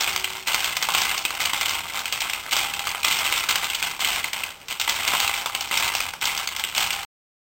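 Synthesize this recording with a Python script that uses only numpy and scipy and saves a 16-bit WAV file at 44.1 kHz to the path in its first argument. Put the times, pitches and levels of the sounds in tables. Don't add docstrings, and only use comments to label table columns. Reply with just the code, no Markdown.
import sys
import numpy as np
from scipy import signal
from scipy.fft import rfft, irfft
from scipy.io import wavfile
from scipy.ndimage import uniform_filter1d

SR = 44100
rng = np.random.default_rng(int(sys.argv[2]) if len(sys.argv) > 2 else 0)


def dump_mix(stems):
    frames = np.atleast_2d(stems).T
    limited = np.clip(frames, -1, 1)
    pcm = np.round(limited * 32767).astype(np.int16)
    wavfile.write(sys.argv[1], SR, pcm)


N = 326781
TIME = np.arange(N) / SR
HOLD_SAMPLES = 4
BAND_HZ = SR / HOLD_SAMPLES / 2
EASY_DB = -32.5


# start in seconds, relative level in dB,
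# base plate thud in dB, bright edge in dB.
CLACK_HITS = [(0.0068, -18, 13.5, 20), (0.0744, -26.5, -12, -8), (0.161, -19.5, -4, -1),
              (0.2424, -20.5, -13.5, -6), (0.4738, -24.5, -28, 2), (0.5327, -25.5, -7, 3),
              (0.5444, -15.5, 2, 16), (0.6437, -19.5, -2.5, 7), (0.767, -18.5, 10.5, 10),
              (0.8251, -17.5, 1.5, 8), (0.8874, -19, 22, 7.5), (0.9472, -19, -4.5, -4),
              (0.982, -19.5, 15.5, 20.5), (1.017, -17, 5.5, 12), (1.177, -20, 3, 10), (1.251, -18.5, -2, 2),
              (1.305, -23.5, 10, 2), (1.4023, -24, -5, 5), (1.4557, -19.5, -12.5, 12),
              (1.533, -20.5, 1.5, 1.0), (1.6109, -19.5, 5.5, 13), (1.6574, -22, -6, 2.5),
              (1.6933, -19.5, -0.5, 12), (1.7332, -26, -1.5, 6.5), (2.056, -23.0, -1, 2),
              (2.1244, -20, -0.5, 6.5), (2.2042, -21.5, -24, -3), (2.297, -23, 4.5, 6), (2.333, -22, -4, 1),
              (2.5094, -25.5, -20, 1), (2.526, -21, 2, 7.5), (2.5656, -17.5, 12.5, 16.5),
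              (2.737, -25, -15, 1.5), (2.7928, -23, 3.5, 6), (2.87, -22.5, 0.5, 2.5),
              (2.9471, -25, 16, 1.5), (3.031, -24, -21.5, 6), (3.082, -19.5, 6.0, 14),
              (3.112, -22.5, -9.0, 0.5), (3.3245, -18.5, -4.5, 3), (3.556, -18.5, -4, 3),
              (3.7, -25, -12, -4.5), (3.7324, -27, -9, -6.5), (3.747, -21.5, -13, 7.5), (3.826, -20, -1, 4),
              (4.0054, -23.5, -5.5, 7.0), (4.0463, -20.5, -6.5, 4.5), (4.242, -23, 3, 5),
              (4.3315, -23.5, -13.5, 2), (4.4349, -25, -3.5, -3), (4.6142, -43.5, -22, -12.5),
              (4.6834, -30, -22, 16), (4.709, -29, -8, 1.5), (4.7984, -19, 6, 16),
              (4.8129, -19.5, -10.5, -2.5), (4.8763, -21, -3.5, -4.5), (4.8943, -17, -3.5, 14.5),
              (5.0771, -17, -1, 8), (5.134, -18, 15.5, 0), (5.1497, -25, 26, 8), (5.2018, -17, -6, 5),
              (5.2767, -20, -8.5, 0), (5.3391, -24.0, -11.5, -2.5), (5.459, -20, 13, 10.5),
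              (5.5482, -20, -3, -2), (5.608, -22.5, -8.5, 8.5), (5.7751, -17, -4, 27.5),
              (5.951, -18, -3.5, 11.5), (6.0037, -22, -3, 2.5), (6.1356, -27.5, 14.5, 3),
              (6.2122, -26.5, -13.5, 1), (6.2542, -17, -0.5, 15), (6.3757, -21.5, -8, 2),
              (6.4737, -21, -8, 2), (6.5635, -25, -10.5, 2.5), (6.595, -23, 15.5, 13),
              (6.638, -23, -13.5, -7.5), (6.7486, -24, -18.5, -9), (6.7783, -18.5, -4, 9.5),
              (6.9049, -22.5, -9.5, -1)]

def clacks(gain_db=26.0, contact_s=.0043, bounce_s=.011, bounce_db=-10, bounces=2):
    out = np.zeros(N + SR)
    for start_s, db, thud_db, edge_db in CLACK_HITS:
        contact_scale, flight_scale = .5 + rng.random(2)
        for bounce in range(bounces + 1):
            blow = struck_part(contact_scale * contact_s, thud_db, edge_db)
            start = int((start_s + bounce * flight_scale * bounce_s) * SR)
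            out[start:start + len(blow)] += undb(db + gain_db + bounce * bounce_db) * blow
    return out[:N]


def struck_part(contact_s, thud_db, edge_db, thud_hz=1700, edge_hz=3700, tones=130, size=6144):
    place, phase, strength = rng.random((3, tones))
    hz = (np.arange(tones) + place) * BAND_HZ / tones
    db = thud_db / (1 + (hz / thud_hz) ** 6 + (thud_db > 0) * (450 / hz) ** 2)
    db += edge_db / (1 + (edge_hz / hz) ** 6)
    favoured_hz = rng.random() * BAND_HZ
    db += 6 * np.exp(-((hz - favoured_hz) / 330) ** 2)
    spectrum = np.zeros(size // 2 + 1, complex)
    spectrum[(hz * size / SR).astype(int)] = undb(db) * strength * np.exp(2j * np.pi * phase)
    t = np.arange(size) / SR
    crack = np.exp(-(t / contact_s) ** 2)
    ring = undb(-17) * fade(t, t60=.27)
    attack = 1 - fade(t, t60=.002)
    return unit(irfft(spectrum) * (crack + ring) * attack)


def rattle(effort_db, easy_ticks_per_s=240, rods_follow=.87):
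    surge_db = np.maximum(effort_db - EASY_DB, 0)
    per_s = easy_ticks_per_s * undb(.6 * surge_db)
    teeth = ticks(per_s, scatter_db=2.5, contact_s=.0021, thud_db=2.27, edge_db=2, spread_db=5.5, parts=52)
    teeth /= np.sqrt(uniform_filter1d(teeth ** 2, size=2400) + 1e-9)
    rods = ticks(per_s=36, scatter_db=3.8, contact_s=.0054, thud_db=-.5, edge_db=7, spread_db=1, parts=20)
    out = undb(-1.88) * teeth + level(rods, -6) * undb((rods_follow - 1) * surge_db)
    plate = signal.sosfiltfilt(signal.butter(3, 1700, fs=SR, output="sos"), out)
    out += (undb(1.6 - .23 * surge_db) - 1) * plate
    return out * undb(effort_db + slack_dips())


def ticks(per_s, scatter_db, contact_s, thud_db, edge_db, spread_db, parts):
    out = np.zeros(N)
    ticks_due = np.cumsum(per_s * np.ones(N)) / SR / parts
    for _ in range(parts):
        thud_shift, edge_shift = spread_db * (2 * rng.random(2) - 1)
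        blow = struck_part(contact_s, thud_db + thud_shift, edge_db + edge_shift)
        waits, force = rng.exponential(size=(400, 2)).T
        starts = np.searchsorted(ticks_due, np.cumsum(waits))
        gains = undb(scatter_db * np.minimum(force, 2.5))
        for start, gain in zip(starts[starts < N], gains):
            out[start:start + len(blow)] += gain * blow[:N - start]
    return out


def slack_dips(swing_s=.022, dip_db=-2.5):
    db = np.zeros(N)
    for clack_s, *_ in CLACK_HITS:
        db[max(int((clack_s - swing_s) * SR), 0):int(clack_s * SR)] = dip_db
    return db


# start in seconds, hold in seconds, effort in dB.
DRIVE_SURGES = [(0, 0.071, -22.5), (0.46, 0.084, -22.5), (0.611, 0.048, -23.5), (0.811, 0.13, -25.5),
                (0.937, 0.054, -19), (1.089, 0.037, -23), (1.391, 0.064, -22.5), (1.53, 0.21, -25),
                (1.935, 0.044, -27), (2.126, .03, -27), (2.21, .05, -27.5), (2.512, 0.1, -21.5),
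                (2.851, 0.0099, -25.5), (3.039, 0.067, -19.5), (3.179, 0.2, -23), (3.485, 0.022, -20.5),
                (3.625, 0.015, -24), (3.803, 0.057, -25.5), (3.992, 0.16, -23), (4.31, 0.087, -29),
                (4.886, .14, -25.5), (5.058, 0.2, -21.5), (5.356, 0.018, -26), (5.71, .14, -21),
                (5.923, 0.089, -26), (6.218, 0.054, -23), (6.361, 0.022, -26.5), (6.761, 0.063, -21.5),
                (6.919, 0.019, -26.5)]
# start in seconds, end in seconds.
TIGHT_SPOTS = [(.39, .469), (2.08, 2.118), (2.39, 2.445), (3.0, 3.03), (3.93, 3.992), (4.28, 4.33),
               (4.465, 4.684), (4.73, 4.798), (6.095, 6.208)]

def drive_effort(attack_s=.008, fall_db_per_s=84.5, stall_db_per_s=156, stall_depth_db=-18):
    db = np.full(N, EASY_DB)
    for start, hold, top_db in DRIVE_SURGES:
        rise = np.clip((TIME - start) / attack_s + .5, 0, 1)
        fall_db = fall_db_per_s * np.maximum(TIME - start - hold, 0)
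        db = np.maximum(db, EASY_DB + rise * (top_db - EASY_DB) - fall_db)
    for start, end in TIGHT_SPOTS:
        db += np.clip(stall_db_per_s * (start - TIME), stall_depth_db, 0) * (TIME < end)
    return db


# pitch in Hz, relative level in dB, seconds to fade by 60 dB.
FRAME_TONES = [(808, 2, 0.9), (939, 2.5, 0.28), (1005, 5, 0.18), (1099, 10, 0.04), (1965, -19.5, 0.33),
               (2167, 3, 0.14), (2780, 1, 0.12), (3210, -5, 0.21)]

def frame_ring(blows, gain_db=-21.5):
    t = np.arange(SR // 2) / SR
    ring = sum(undb(db) * fade(t, t60) * np.sin(2 * np.pi * hz * t) for hz, db, t60 in FRAME_TONES)
    return undb(gain_db) * convolve(blows, unit(ring))


# frequency in Hz, boost or cut in dB.
METAL_COLOUR = [(40, -29.5), (170, -16), (300, -12.5), (550, -11.5), (850, -1.5), (1200, 1.5), (1600, -1.5),
                (1870, -6), (2050, 5), (2280, 4), (3100, 4.5), (3450, 1), (4200, -3), (5500, -5)]

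def metal_body(sound):
    return colour(sound, METAL_COLOUR)


def room_echo(blows, gain_db=-10, t60=.35, turns_per_s=5, sides=4):
    t = np.arange(SR // 2) / SR
    out = np.zeros(N)
    for side in range(sides):
        share = np.maximum(np.cos(2 * np.pi * (turns_per_s * TIME - side / sides)), 0)
        echo = rng.standard_normal(len(t)) * (1 - fade(t, .0033)) * fade(t, t60)
        out += undb(gain_db) * convolve(blows * share, unit(echo))
    return out


# pitch in Hz, width in Hz, average level in dB.
TABLE_TONES = [(50.6, 12, -57), (82.4, 14, -55), (126, 16, -68.5), (163, 4, -61)]

def table_hum(effort_db, follow=.52):
    shaking = rng.standard_normal(N) * undb(follow * effort_db)
    return sum(level(signal.lfilter(*signal.iirpeak(hz, hz / width, SR), shaking), db)
               for hz, width, db in TABLE_TONES)


# time in seconds, level in dB.
SOFT_TONE_LEVELS = [(0, -55), (.18, -47.5), (.35, -50), (.55, -60), (1.0, -67)]

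def soft_tone(hz=377):
    db = np.interp(TIME, *np.transpose(SOFT_TONE_LEVELS))
    return np.sqrt(2) * np.sin(2 * np.pi * hz * TIME) * undb(db)


def hiss(db=-50.5):
    noise = rng.standard_normal(N)
    return level(colour(noise, [(25, 4), (200, 2.5), (700, 6), (3000, -1), (5500, -3), (SR / 4, -50)]), db)


def undb(db):
    return 10 ** (np.asarray(db) / 20)


def unit(x):
    return x / np.sqrt(np.sum(x ** 2))


def level(x, db):
    return unit(x) * np.sqrt(len(x)) * undb(db)


def fade(t, t60):
    return np.exp(-np.log(1000) * t / t60)


def convolve(x, response):
    return signal.oaconvolve(x, response)[:N]


def colour(x, points, size=4096):
    hz, db = np.transpose(points)
    log_hz = np.log(np.fft.rfftfreq(size, 1 / SR) + 1)
    log_gain = np.log(undb(np.interp(log_hz, np.log(hz), db)))
    cepstrum = irfft(log_gain)
    cepstrum[1:size // 2] *= 2
    cepstrum[size // 2 + 1:] = 0
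    return convolve(x, irfft(np.exp(rfft(cepstrum))))


def scene():
    effort_db = drive_effort()
    blows = clacks() + rattle(effort_db)
    machine = metal_body(blows + frame_ring(blows) + room_echo(blows))
    return (machine + table_hum(effort_db) + soft_tone() + hiss())[None]


def record(dry, stop_s=7.05, top_hz=16000):
    in_band = np.fft.rfftfreq(N, 1 / SR) < BAND_HZ
    narrow = irfft(rfft(dry) * in_band, N)
    held = np.repeat(narrow[:, ::HOLD_SAMPLES], HOLD_SAMPLES, axis=1)[:, :N]
    low_pass = signal.ellip(10, .2, 70, top_hz, fs=SR, output="sos")
    return signal.sosfilt(low_pass, held * (TIME < stop_s))


dry = scene()
out = record(dry)
dump_mix(out)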